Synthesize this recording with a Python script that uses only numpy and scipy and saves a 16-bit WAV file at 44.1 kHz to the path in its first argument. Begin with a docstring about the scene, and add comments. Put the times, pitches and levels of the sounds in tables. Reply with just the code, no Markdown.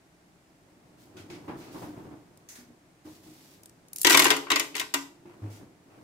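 """A fistful of pebbles is dropped into an empty plastic tub in a small tiled room.
From 1 s a hand-held camera bumps and rubs softly while the arm reaches over the tub and brushes it.
The stones click in the fist, most as it opens near 4 s. Until 5 s they crack, hop and drum on the
thin floor, ringing the tub's modes, and the room rings after them. Last, the arm withdraws with
a low thud and a rustle of cloth, and the grip on the camera settles."""
import sys
import numpy as np
from scipy import signal
from scipy.fft import rfft, irfft
from scipy.io import wavfile
from scipy.ndimage import uniform_filter1d

SR = 44100
rng = np.random.default_rng(int(sys.argv[2]) if len(sys.argv) > 2 else 0)


def to_wav(s):
    """Save 16-bit WAV."""
    ch = np.atleast_2d(s).T  # columns
    pcm = np.round(np.clip(ch, -1, 1) * 32767)  # PCM
    wavfile.write(sys.argv[1], SR, pcm.astype(np.int16))


N = 265923


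def gain_of(db):
    """Decibels to amplitude."""
    return 10 ** (np.asarray(db) / 20)


def pan(left_db):
    """Stereo gains for a left-over-right level difference."""
    return gain_of(np.vstack([left_db, -left_db]) / 2)


def read(points, hz):
    """Interpolates a (frequency, value) table on a log-frequency axis."""
    table_hz, value = np.transpose(points)
    return np.interp(np.log(hz + 1), np.log(table_hz + 1), value)


def unit(x):
    """Scales to energy 1 per channel."""
    return x / np.sqrt(np.sum(x ** 2) / len(x) + 1e-20)


def rise(t, rise_s):
    """Exponential approach to 1."""
    return 1 - np.exp(-t / rise_s)


def fade(t, t60_s):
    """Exponential decay, 60 dB in t60_s."""
    return np.exp(-np.log(1000) * t / t60_s)


def gate(t, length_s, attack_s, t60_s):
    """Linear attack at t = 0, hold until length_s, decay."""
    return np.clip(t / attack_s, 0, 1) * fade(np.maximum(t - length_s, 0), t60_s)


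def add(mix, time_s, sound):
    """Mixes a sound in at time_s."""
    part = mix[:, round(time_s * SR):][:, :sound.shape[1]]
    part += sound[:, :part.shape[1]]


def colour(x, *spectra, size=4096):
    """Minimum-phase filter; its gain in dB is the sum of the spectra."""
    hz = abs(np.fft.fftfreq(size, 1 / SR))
    log_gain = np.log(gain_of(sum(read(points, hz) for points in spectra)))
    taps = np.fft.ifft(np.exp(np.conj(signal.hilbert(log_gain)))).real[:size // 2]
    return signal.fftconvolve(x, taps[None], axes=1)[:, :x.shape[1]]


# Left-right likeness of the sound field: (frequency [Hz], coherence [ratio])
COHERENCE = [(60, 0.88), (300, 0.89), (650, 0.45), (1300, 0), (16000, 0.088)]
def noise(size):
    """Stereo white noise, alike in the bass and unrelated in the treble."""
    left, other = rfft(rng.standard_normal((2, size)))
    alike = read(COHERENCE, np.fft.rfftfreq(size, 1 / SR))
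    right = alike * left + np.sqrt(1 - alike ** 2) * other
    return irfft(np.array([left, right]), size)


def grainy(size, rough_db, grain_samples=60):
    """Friction noise: the level jumps from catch to catch."""
    catches = uniform_filter1d(rng.standard_normal(size), grain_samples) * np.sqrt(grain_samples)
    return noise(size) * gain_of(rough_db * catches)


def steady(spectrum, rough_db):
    """Scene-long coloured noise, rms 1."""
    return np.sqrt(N) * unit(colour(grainy(N, rough_db), spectrum))


def dense_modes(t60_table, size, bands=8):
    """Countless modes struck at once: noise of flat energy, each band with its own decay."""
    t, hz = np.arange(size) / SR, np.fft.rfftfreq(size, 1 / SR)
    spectrum, out = rfft(noise(size)), np.zeros((2, size))
    centres_hz = np.geomspace(150, 15000, bands)
    for centre_hz, weights in zip(centres_hz, np.eye(bands)):
        t60_s = read(t60_table, centre_hz)
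        band = irfft(spectrum * read(np.c_[centres_hz, weights], hz), size)
        out += band * fade(t, t60_s) / np.sqrt(t60_s)
    return unit(out)


# Room tone: (frequency [Hz], gain [dB])
AIR_SPECTRUM = [(25, -17), (60, -8), (110, -8), (170, 3), (230, -15.5), (320, -12), (480, -14), (660, -8),
                (1000, -15.5), (2000, -16), (3200, -22.5), (8000, -24.5), (15000, -35)]
def air(rms_db=-63):
    """Faint, steady, low room noise."""
    return gain_of(rms_db) * steady(AIR_SPECTRUM, rough_db=0.5)


# Decay of the tiled room: (frequency [Hz], t60 [s])
ROOM_DECAY = [(150, 0.96), (400, 0.81), (1200, .36), (4000, 0.37), (8000, 0.34), (15000, 0.34)]
def room(x, build_s=0.0023, size=32768):
    """Reflections gather over a few milliseconds and die away."""
    t = np.arange(size) / SR
    tail = dense_modes(ROOM_DECAY, size) * (1 - np.exp(-(t / build_s) ** 2))
    return signal.fftconvolve(x, unit(tail), axes=1)[:, :N]


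# Shirt crumples: (start [s], length [s], level [dB])
CRUMPLES = [(5.253, 0.096, -60.5), (5.418, .08, -61), (5.898, 0.1, -64.5)]
# Cloth noise: (frequency [Hz], gain [dB])
CLOTH_SPECTRUM = [(200, -20), (400, -3), (1150, 0), (1700, -7), (2600, -6), (3500, -18), (12000, -28)]
def shirt_rustles():
    """The shirt crumples in short, dull bursts as the arm withdraws."""
    t, level = np.arange(N) / SR, np.zeros(N)
    for start_s, length_s, level_db in CRUMPLES:
        level += gain_of(level_db) * gate(t - start_s, length_s, attack_s=0.004, t60_s=0.09)
    return level * steady(CLOTH_SPECTRUM, rough_db=3)


# Grip rub as the camera swings over the tub, then settles: (time [s], level [dB])
GRIP_SWING = [(0.5, -65), (1.0, -58), (1.45, -48.5), (1.98, -47), (2.17, -54.5), (2.39, -59.5),
              (3.01, -65.5), (3.14, -58.5), (3.9, -62)]
GRIP_SETTLE = [(5.199, -61.5), (5.39, -53.5), (5.484, -48.5), (5.666, -60.5), (5.82, -62), (6.03, -52)]
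# Sleeve strokes: (start [s], length [s], level [dB])
SLEEVE_STROKES = [(0.974, 0.069, -62.5), (1.559, 0.088, -58.5), (1.707, 0.14, -54.5), (3.039, 0.13, -58),
                  (3.217, 0.33, -58.5), (3.4, 0.059, -70)]
# Dull camera body and sliding hiss: (frequency [Hz], gain [dB])
CAMERA_SPECTRUM = [(30, -25), (60, -21), (105, -6.5), (220, -9), (310, -1.5), (380, -8.5), (500, -14.5),
                   (950, -18), (2900, -37.5), (8000, -58)]
HISS_SPECTRUM = [(500, -15), (2000, 4.5), (5000, 7), (9000, 2.5), (15000, 1)]
def rubbing(grip_hiss_db=-18):
    """Friction: the grip shifts on the camera and the sleeve slides along the arm."""
    t = np.arange(N) / SR
    times_s, grip_db = np.vstack([GRIP_SWING, GRIP_SETTLE]).T
    grip = gain_of(np.interp(t, times_s, grip_db))
    slide = gain_of(grip_hiss_db) * grip
    for start_s, length_s, level_db in SLEEVE_STROKES:
        stroke = gate(t - start_s, length_s, attack_s=0.024, t60_s=0.4)
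        slide = np.hypot(slide, gain_of(level_db) * stroke)
    return grip * steady(CAMERA_SPECTRUM, rough_db=1.5) + slide * steady(HISS_SPECTRUM, rough_db=1.5)


# Hand on the camera: (time [s], energy [dB], hollow ring [Hz], ring level [dB])
CAMERA_KNOCKS = [(1.149, -15, 363, -2), (1.29, -12.5, 352, -0.5), (1.323, -14, 324, 1),
                 (1.478, -4.5, 308.5, -2), (1.535, -12, 329, -3), (1.741, -8.5, 317, 0),
                 (1.815, -7.5, 309.3, -3.5), (1.856, -9, 301.7, 6), (1.971, -12.5, 313, -6),
                 (2.045, -13.5, 301, -7), (2.107, -12.5, 288.7, -4), (2.579, -19.5, 245, 4),
                 (2.68, -21, 238, -1), (3.049, -11, 309, 5.5), (3.258, -17, 310.3, -1.5),
                 (5.25, -14, 349.5, 4.5), (5.426, -13.5, 315.4, 2), (5.595, -15, 284, -10)]
def camera_bumps(size=16384):
    """Padded knocks swell and die in the camera's hollow body; harder ones scrape more."""
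    t, out = np.arange(size) / SR, np.zeros((2, N))
    swell = rise(t, 0.0082) * fade(t, 0.31)
    for time_s, energy_db, hollow_hz, hollow_db in CAMERA_KNOCKS:
        hollow = unit(swell * np.sin(2 * np.pi * hollow_hz * t)[None])
        push = unit(colour(grainy(size, rough_db=2) * swell, CAMERA_SPECTRUM))
        scrape_db = 15 + 1.18 * energy_db
        tilt = [(130, 0.5), (270, 0), (380, 0), (900, scrape_db)]
        bump = unit(colour(push + gain_of(hollow_db) * hollow, tilt))
        add(out, time_s, gain_of(energy_db) * bump)
    return out


# Arm reaching over the tub and lifting away: (time [s], peak [dB], frequency [Hz], t60 [s])
ARM_BLOWS = [(1.186, -48, 100, 0.19), (1.321, -51, 103.5, 0.23), (5.413, -32, 103.6, 0.37)]
def arm_thuds():
    """A soft, heavy push rings one low mode."""
    t, out = np.arange(SR // 2) / SR, np.zeros((2, N))
    for time_s, peak_db, hz, t60_s in ARM_BLOWS:
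        swell = rise(t, 0.016) ** 2 * fade(t, t60_s)
        tone = np.sin(2 * np.pi * hz * t)[None]
        add(out, time_s, gain_of(peak_db) * swell / swell.max() * tone)
    return out


# Tub modes, plus one low hum of the room (first row): (frequency [Hz], relative energy [dB], t60 [s])
TUB_AND_ROOM_MODES = [(150.7, -37, 0.5), (250, -31, 0.2), (295, -24, .22), (325, -23, 0.2),
                      (352, -22, 0.24), (382, -23, 0.24), (428, -21, 0.37), (506, -29, .25),
                      (554, -29, .25), (646, -28.5, 0.38), (786, -32, 0.28), (960, -18.5, 0.22),
                      (1003, -17.5, 0.22), (1040, -24, .27), (1076, -23, 0.2), (1110, -23, 0.2),
                      (1180, -20, 0.2), (1416, -19, 0.22), (1535, -19, 0.22), (1599, -24, .27),
                      (1884, -19, 0.16), (1944, -19, 0.18), (1998, -22, .16), (2133, -19.5, 0.18),
                      (2202, -24, .16), (2305, -23, 0.16), (2439, -24, .16), (2656, -19, 0.16),
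                      (2816, -20, 0.15), (2950, -22, .15), (3004, -21, 0.15), (3444, -22, 0.14),
                      (3709, -24, .14), (3914, -24, .14)]
def mode_rings(size, build_cycles=0.35, detune=0.0031):
    """One slightly detuned stereo ring per mode; high modes reach the two sides out of step."""
    t, rings = np.arange(size) / SR, []
    for hz, energy_db, t60_s in TUB_AND_ROOM_MODES:
        lag_rad = np.arccos(read(COHERENCE, hz)) * rng.choice([-1, 1])
        hz *= 1 + detune * rng.uniform(-0.73, 1)
        swell = rise(t, build_cycles / hz) * fade(t, t60_s)
        tone = np.sin(2 * np.pi * hz * t + np.array([[0], [lag_rad]]))
        rings.append(gain_of(energy_db) * unit(swell * tone))
    return np.array(rings)


def resonance(hz, db, width):
    """Spectrum of one peak; width is a share of its frequency."""
    return [(hz / (1 + width), 0), (hz, db), (hz * (1 + width), 0)]


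# Skin on plastic: (time [s], energy [dB], length [s], rise [s], treble [dB],
# wall resonance [Hz], its height [dB], rasp [Hz], its height [dB])
SKIN_STROKES = [(1.167, -18.5, 0.045, .004, -12, 1480, 12, 3000, 4),
                (1.299, -16.5, 0.057, .003, -17, 1600, 0, 3800, 0),
                (1.601, -20, 0.11, 0.0063, -23, 2200, -3, 3400, -4),
                (2.487, -14.5, 0.052, .0015, 4, 1780, 10.5, 6400, 9.5),
                (2.553, -18.5, 0.054, 0.0018, -2.5, 1740, 11, 2860, -1),
                (5.498, -21, 0.081, 0.014, -3.5, 1890, 2, 4100, -2.5)]
# Skin friction: (frequency [Hz], gain [dB])
SKIN_SPECTRUM = [(400, -23), (650, -1), (900, -5.5), (1450, -3), (1800, -5.5), (2250, 0), (2800, -4.5),
                 (5000, 0), (6400, -1), (7600, -1.5), (9600, -3.5), (15000, -6.5)]
def skin_scuffs(release_s=0.034, catch_db=3, ring_db=-14.5, size=16384):
    """Skin catches, jerks over a resonant patch of wall and lets go; the modes ring faintly."""
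    t, out = np.arange(size) / SR, np.zeros((2, N))
    modes = mode_rings(size).sum(0)
    catch = gain_of(catch_db) * fade(t, 0.038)
    for time_s, energy_db, length_s, rise_s, treble_db, *peaks in SKIN_STROKES:
        wall_hz, wall_db, rasp_hz, rasp_db = peaks
        stroke = np.exp(-t / length_s / 2 - np.maximum(t - length_s, 0) / release_s)
        jerks = grainy(size, rough_db=0.5, grain_samples=70) * (stroke + catch) * rise(t, rise_s)
        patch = resonance(wall_hz, wall_db, width=0.16), resonance(rasp_hz, rasp_db, width=0.26)
        slide = colour(jerks, SKIN_SPECTRUM, *patch, [(3000, 0), (12000, treble_db)])
        ring = signal.fftconvolve(slide, modes, axes=1)[:, :size]
        add(out, time_s, gain_of(energy_db) * unit(unit(slide) + gain_of(ring_db) * unit(ring)))
    return out


# Stone on stone in the fist: (time [s], energy [dB])
FIST_CONTACTS = [(2.374, -32), (3.634, -26), (3.658, -23), (3.695, -31.5), (3.884, -32), (3.932, -13),
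                 (3.961, -9.5), (3.9844, -11), (3.996, -18), (4.009, -17), (4.0156, -0.5), (4.018, -6),
                 (4.032, -4)]
# Jostling in the opening fist, then the falling heap: (start [s], end [s], rate [1/s], top energy [dB])
JOSTLE_SPANS = [(3.957, 4.042, 170, -19.5), (4.089, 4.28, 80, -2.5)]
def stone_contacts(nudge_s=0.0023, nudge_db=-18.5, range_db=10.5):
    """Each contact in the fist nudges a neighbour; jostling adds more at random."""
    for time_s, energy_db in FIST_CONTACTS:
        yield time_s, energy_db
        yield time_s + nudge_s * rng.uniform(0.5, 1.5), energy_db + nudge_db
    for start_s, end_s, rate_hz, top_db in JOSTLE_SPANS:
        for time_s in np.arange(start_s, end_s, 1 / rate_hz):
            yield time_s + rng.random() / rate_hz, top_db - range_db * rng.random()


# Stone-on-stone tick: (frequency [Hz], gain [dB])
CLINK_SPECTRUM = [(300, -34.5), (1500, -14), (3300, -4), (6000, 1), (10000, 2.5), (13500, 0.5),
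                  (16000, -5.5)]
def stone_clinks(ring_db=-8, t60_s=0.017, modes=7, size=4096):
    """Stones slip against each other: dry ticks with short, high rings, brighter when harder."""
    t, out = np.arange(size) / SR, np.zeros((2, N))
    for time_s, energy_db in stone_contacts():
        hz, phase = rng.uniform(4000, 11000, (modes, 1, 1)), rng.random((modes, 2, 1))
        ring = unit(np.sin(2 * np.pi * (hz * t + phase)).sum(0))
        tick = (unit(noise(size)) + gain_of(ring_db) * ring) * fade(t, t60_s)
        treble_db = 8.5 + 0.32 * energy_db
        tick = unit(colour(tick, CLINK_SPECTRUM, [(5000, 0), (11000, treble_db)]))
        add(out, time_s, gain_of(energy_db) * pan(left_db=2) * tick)
    return out


def floor_flex(size):
    """The whole floor drums, at a slightly different pitch for each load."""
    t = np.arange(size) / SR
    hz = 278 + 3.5 * rng.uniform(-0.12, 1)
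    return unit(rise(t, 0.017) * fade(t, 0.4) * np.sin(2 * np.pi * hz * t)[None])


def tub_jolt(level_db, size, hz=72, t60_s=0.036):
    """A landing shoves the whole tub: a deep, damped swing, stronger for heavy hits."""
    t = np.arange(size) / SR
    swing = unit(t * fade(t, t60_s) * np.sin(2 * np.pi * hz * t)[None])
    return gain_of(-47 + 0.82 * level_db) * swing


CONTACT_RISE_S = 0.0005  # the plastic gives way first
# First instant of contact: (frequency [Hz], gain [dB])
SNAP_SPECTRUM = [(300, -27.5), (1000, -4.5), (2400, 0), (6000, 0), (12000, -10), (15500, -10.5)]
def contact_snap(contact, snap_db=-8, t60_s=0.0095, size=1024):
    """Stone meets plastic with a dry, bright snap."""
    t = np.arange(size) / SR
    burst = noise(size) * rise(t, CONTACT_RISE_S) * fade(t, t60_s)
    snap = unit(colour(burst, SNAP_SPECTRUM, size=size))
    return gain_of(snap_db) * colour(snap, contact, size=size)


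# Dense, short-lived tub modes: (frequency [Hz], gain [dB])
CLACK_SPECTRUM = [(60, -34), (205, -31.5), (290, -2.5), (425, -4), (480, -12.5), (600, -7.5), (800, -7.5),
                  (1000, -2.5), (1300, -5.5), (1550, -6.5), (1720, -7.5), (1950, -2), (3500, -6),
                  (7500, -9), (9700, -17), (12000, -16), (15500, -24)]
# Their decay: (frequency [Hz], t60 [s])
CLACK_DECAY = [(300, 0.14), (1500, 0.072), (5000, 0.046), (12000, 0.026)]
def tub_clack(contact, common_modes, common_share=0.066, crack_db=-5, clack_db=-3):
    """Dense modes, partly common to all hits, plus the spiky chatter of the stone's corners."""
    size = common_modes.shape[1]
    t = np.arange(size) / SR
    own_modes = dense_modes(CLACK_DECAY, size)
    clack = np.sqrt(common_share) * common_modes + np.sqrt(1 - common_share) * own_modes
    crack = noise(size) ** 3 * rise(t, CONTACT_RISE_S) * fade(t, 0.013)
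    clack += gain_of(crack_db) * unit(colour(crack, [(800, -10), (9000, 1)]))
    add(clack, rng.uniform(0.0015, 0.004), 0.53 * clack)  # echo off the far wall
    return gain_of(clack_db) * colour(unit(colour(clack, CLACK_SPECTRUM)), contact)


def tub_interference(clack, ripple_db=9):
    """Paths inside the tub interfere: random spectral ripple at unchanged energy."""
    hz = np.arange(500, 17000, 180)
    ripple = rng.uniform(-ripple_db, ripple_db, len(hz)) * (hz > hz[0])
    rippled = colour(clack, np.c_[hz, ripple])
    return rippled * np.linalg.norm(clack) / np.linalg.norm(rippled)


def struck_modes(contact, tunings, spot_db=3, modes_db=-2.5):
    """The spot that is hit favours some modes over others."""
    hz = np.transpose(TUB_AND_ROOM_MODES)[0]
    signs = rng.choice([-1, 1], len(hz))
    drive_db = spot_db * rng.uniform(-0.11, 1, len(hz)) + read(contact, hz)
    rings = tunings[rng.integers(len(tunings))]
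    return np.einsum("m,mct->ct", signs * gain_of(modes_db + drive_db), rings)


def contact_spectrum(level_db, treble_db, knock_db, wall_db, body_db):
    """Heavy stones push more bass; hard, brief contacts give more treble."""
    bass_db = -4.5 + 0.51 * level_db
    low_mid_db = bass_db + body_db
    return [(170, 0.99), (280, bass_db), (380, low_mid_db), (650, (low_mid_db + knock_db) / 2),
            (1000, knock_db), (1500, wall_db), (1900, 0.29), (2600, 0.33), (10000, treble_db)]


# Stereo balance of the tub: (frequency [Hz], left over right [dB])
TUB_BALANCE = [(300, 5), (550, 6), (1100, 0), (2100, 9), (4200, 2.5), (6400, -1), (10000, 4)]
def lean_left(x):
    """The stones land nearer the left microphone; the balance varies by band."""
    left_db = read(TUB_BALANCE, np.fft.rfftfreq(N, 1 / SR))
    return irfft(rfft(x) * pan(left_db), N)


# Pebbles on the tub floor, the handful then stragglers: (time [s], level [dB], treble [dB],
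# 1 kHz knock [dB], 1.5 kHz walls [dB], 380 Hz body [dB], floor flex [dB], hop [s], rebound [dB])
PEBBLE_DROPS = [(4.0473, 11.5, 0, 1.5, -6, 2, -23.5, 0.0017, -1.5),
                (4.0624, -2.5, 5.5, -4, -2, 0, -23, 0.0047, -5.5),
                (4.0691, 13.5, -1.5, -1.5, 1.5, -5.5, -25.5, 0.0031, -2.5),
                (4.0972, 6.5, 8.5, -5, 3.5, -2, -23, 0.0098, 0),
                (4.1018, 10, -2.5, -2, 3, 1.5, -17.5, .0046, -2.5),
                (4.1202, 6, 3, 3.5, 1, -2.5, -26.5, 0.0052, 0.5),
                (4.1294, 5.5, 5.5, -7.5, -4.5, -2.5, -25.5, 0.0083, -2.5),
                (4.1455, 13.5, -4.5, 6.5, 2.5, -2, -19.5, .0035, -1),
                (4.1722, 10, 6.5, -0.5, 4, -4.5, -18.5, .002, -1),
                (4.1936, 11.5, 3.5, 1.5, 1, 0, -15.5, .0035, -1.5),
                (4.2206, 6.5, -1.5, 3.5, 4, -2, -26.5, .003, -1.5),
                (4.2433, 3.5, 7.5, -4, 4, 3, -18, .004, -4),
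                (4.2535, 10, -8.5, 2.5, 4, 5.5, -29.5, 0.0016, -2),
                (4.267, 4, -2.5, -15, -1, 1.5, -32, .0023, -5.5),
                (4.2822, -3.5, -3.5, 4, 2, 0.5, -28, 0.0033, -3),
                (4.304, 13.5, -3, 1, 0, -0.5, -30.5, 0.009, -4),
                (4.337, -7, -24.5, -4, 0, 7, -7.5, 0.0065, 2),
                (4.365, -5.5, 5, 4.5, 5.5, 3.5, -31, 0.0033, -7.5),
                (4.4685, -12.5, -28.5, 9, 11, 2.5, -10.5, 0.015, -4.5),
                (4.5028, 5, -7, 3, -0.5, -6, -13.5, 0.0021, 2.5),
                (4.5158, 9.5, -7, -3, -5, -4, -15.5, 0.0022, -1.5),
                (4.532, -6, -6, -5, 2, 1, -13.5, 0.0037, -0.5),
                (4.559, 8.5, -1, 0, -0.5, -4.5, -34, .0037, -6.5),
                (4.5966, 4.5, 2.5, -4.5, -4.5, 3, -29, .0025, -4.5),
                (4.744, -9, -32, -20.5, -10, -1, -29, 0.013, -5),
                (4.7528, -2.5, -1.5, -2, -5, 3.5, -32, 0.0034, -4.5),
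                (4.7655, -5.5, 3.5, 0, -1, 4, -36, 0.0025, -14),
                (4.7802, -5.5, -3, -23, -9, -2, -26, 0.0077, -4),
                (4.7972, 1.5, 1.5, -4.5, -1.5, -2.5, -24, 0.0029, -5.5),
                (4.8128, -3.5, -5, 0.5, -5, -2, -41, .0034, -8),
                (4.9398, 3.5, 4, 2.5, 0, -0.5, -13.5, .0038, 0)]
def landings():
    """A stone lands on a corner, hops once and lands again, a little duller."""
    for time_s, level_db, treble_db, *mids_db, flex_db, hop_s, rebound_db in PEBBLE_DROPS:
        yield time_s, level_db, treble_db, mids_db, flex_db
        yield time_s + hop_s, level_db + rebound_db, treble_db - 1.5, mids_db, flex_db + 1


def pebbles(pan_scatter_db=0.9, ring_send_db=-9, clack_size=6144, ring_size=16384):
    """Each landing snaps, clacks, rings and jolts the tub; returns direct sound and room send."""
    direct, send = np.zeros((2, N)), np.zeros((2, N))
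    tunings = [mode_rings(ring_size) for _ in range(4)]
    common_modes = dense_modes(CLACK_DECAY, clack_size)
    for time_s, level_db, treble_db, mids_db, flex_db in landings():
        contact = contact_spectrum(level_db, treble_db, *mids_db)
        ring = struck_modes(contact, tunings) + gain_of(flex_db) * floor_flex(ring_size)
        clack = tub_clack(contact, common_modes)
        rippled = tub_interference(clack)
        position = pan(pan_scatter_db * rng.standard_normal())
        for part in rippled, ring, contact_snap(contact), tub_jolt(level_db, clack_size):
            add(direct, time_s, gain_of(level_db) * position * part)
        for part in clack, gain_of(ring_send_db) * ring:
            add(send, time_s, gain_of(level_db) * part)
    return lean_left(direct), send


def scene(tub_room_db=-7, clink_room_db=-11, scuff_room_db=-5):
    """Stones and scuffs excite the room; the rest stays dry."""
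    tub, tub_send = pebbles()
    clinks, scuffs = stone_clinks(), skin_scuffs()
    echo = room(gain_of(tub_room_db) * tub_send + gain_of(clink_room_db) * clinks
                + gain_of(scuff_room_db) * scuffs)
    background = camera_bumps() + arm_thuds() + rubbing() + shirt_rustles() + air()
    return background + echo + scuffs + clinks + tub


def record(dry):
    """Soft peak limiting, then a low-pass."""
    ceiling, cutoff_hz = 0.9, 15750
    rounded = dry / (1 + (dry / ceiling) ** 4) ** 0.25
    taps = signal.firwin(255, cutoff_hz, window=("kaiser", 9), fs=SR)
    return signal.oaconvolve(rounded, taps[None], "same", axes=1)


dry = scene()
out = record(dry)
to_wav(out)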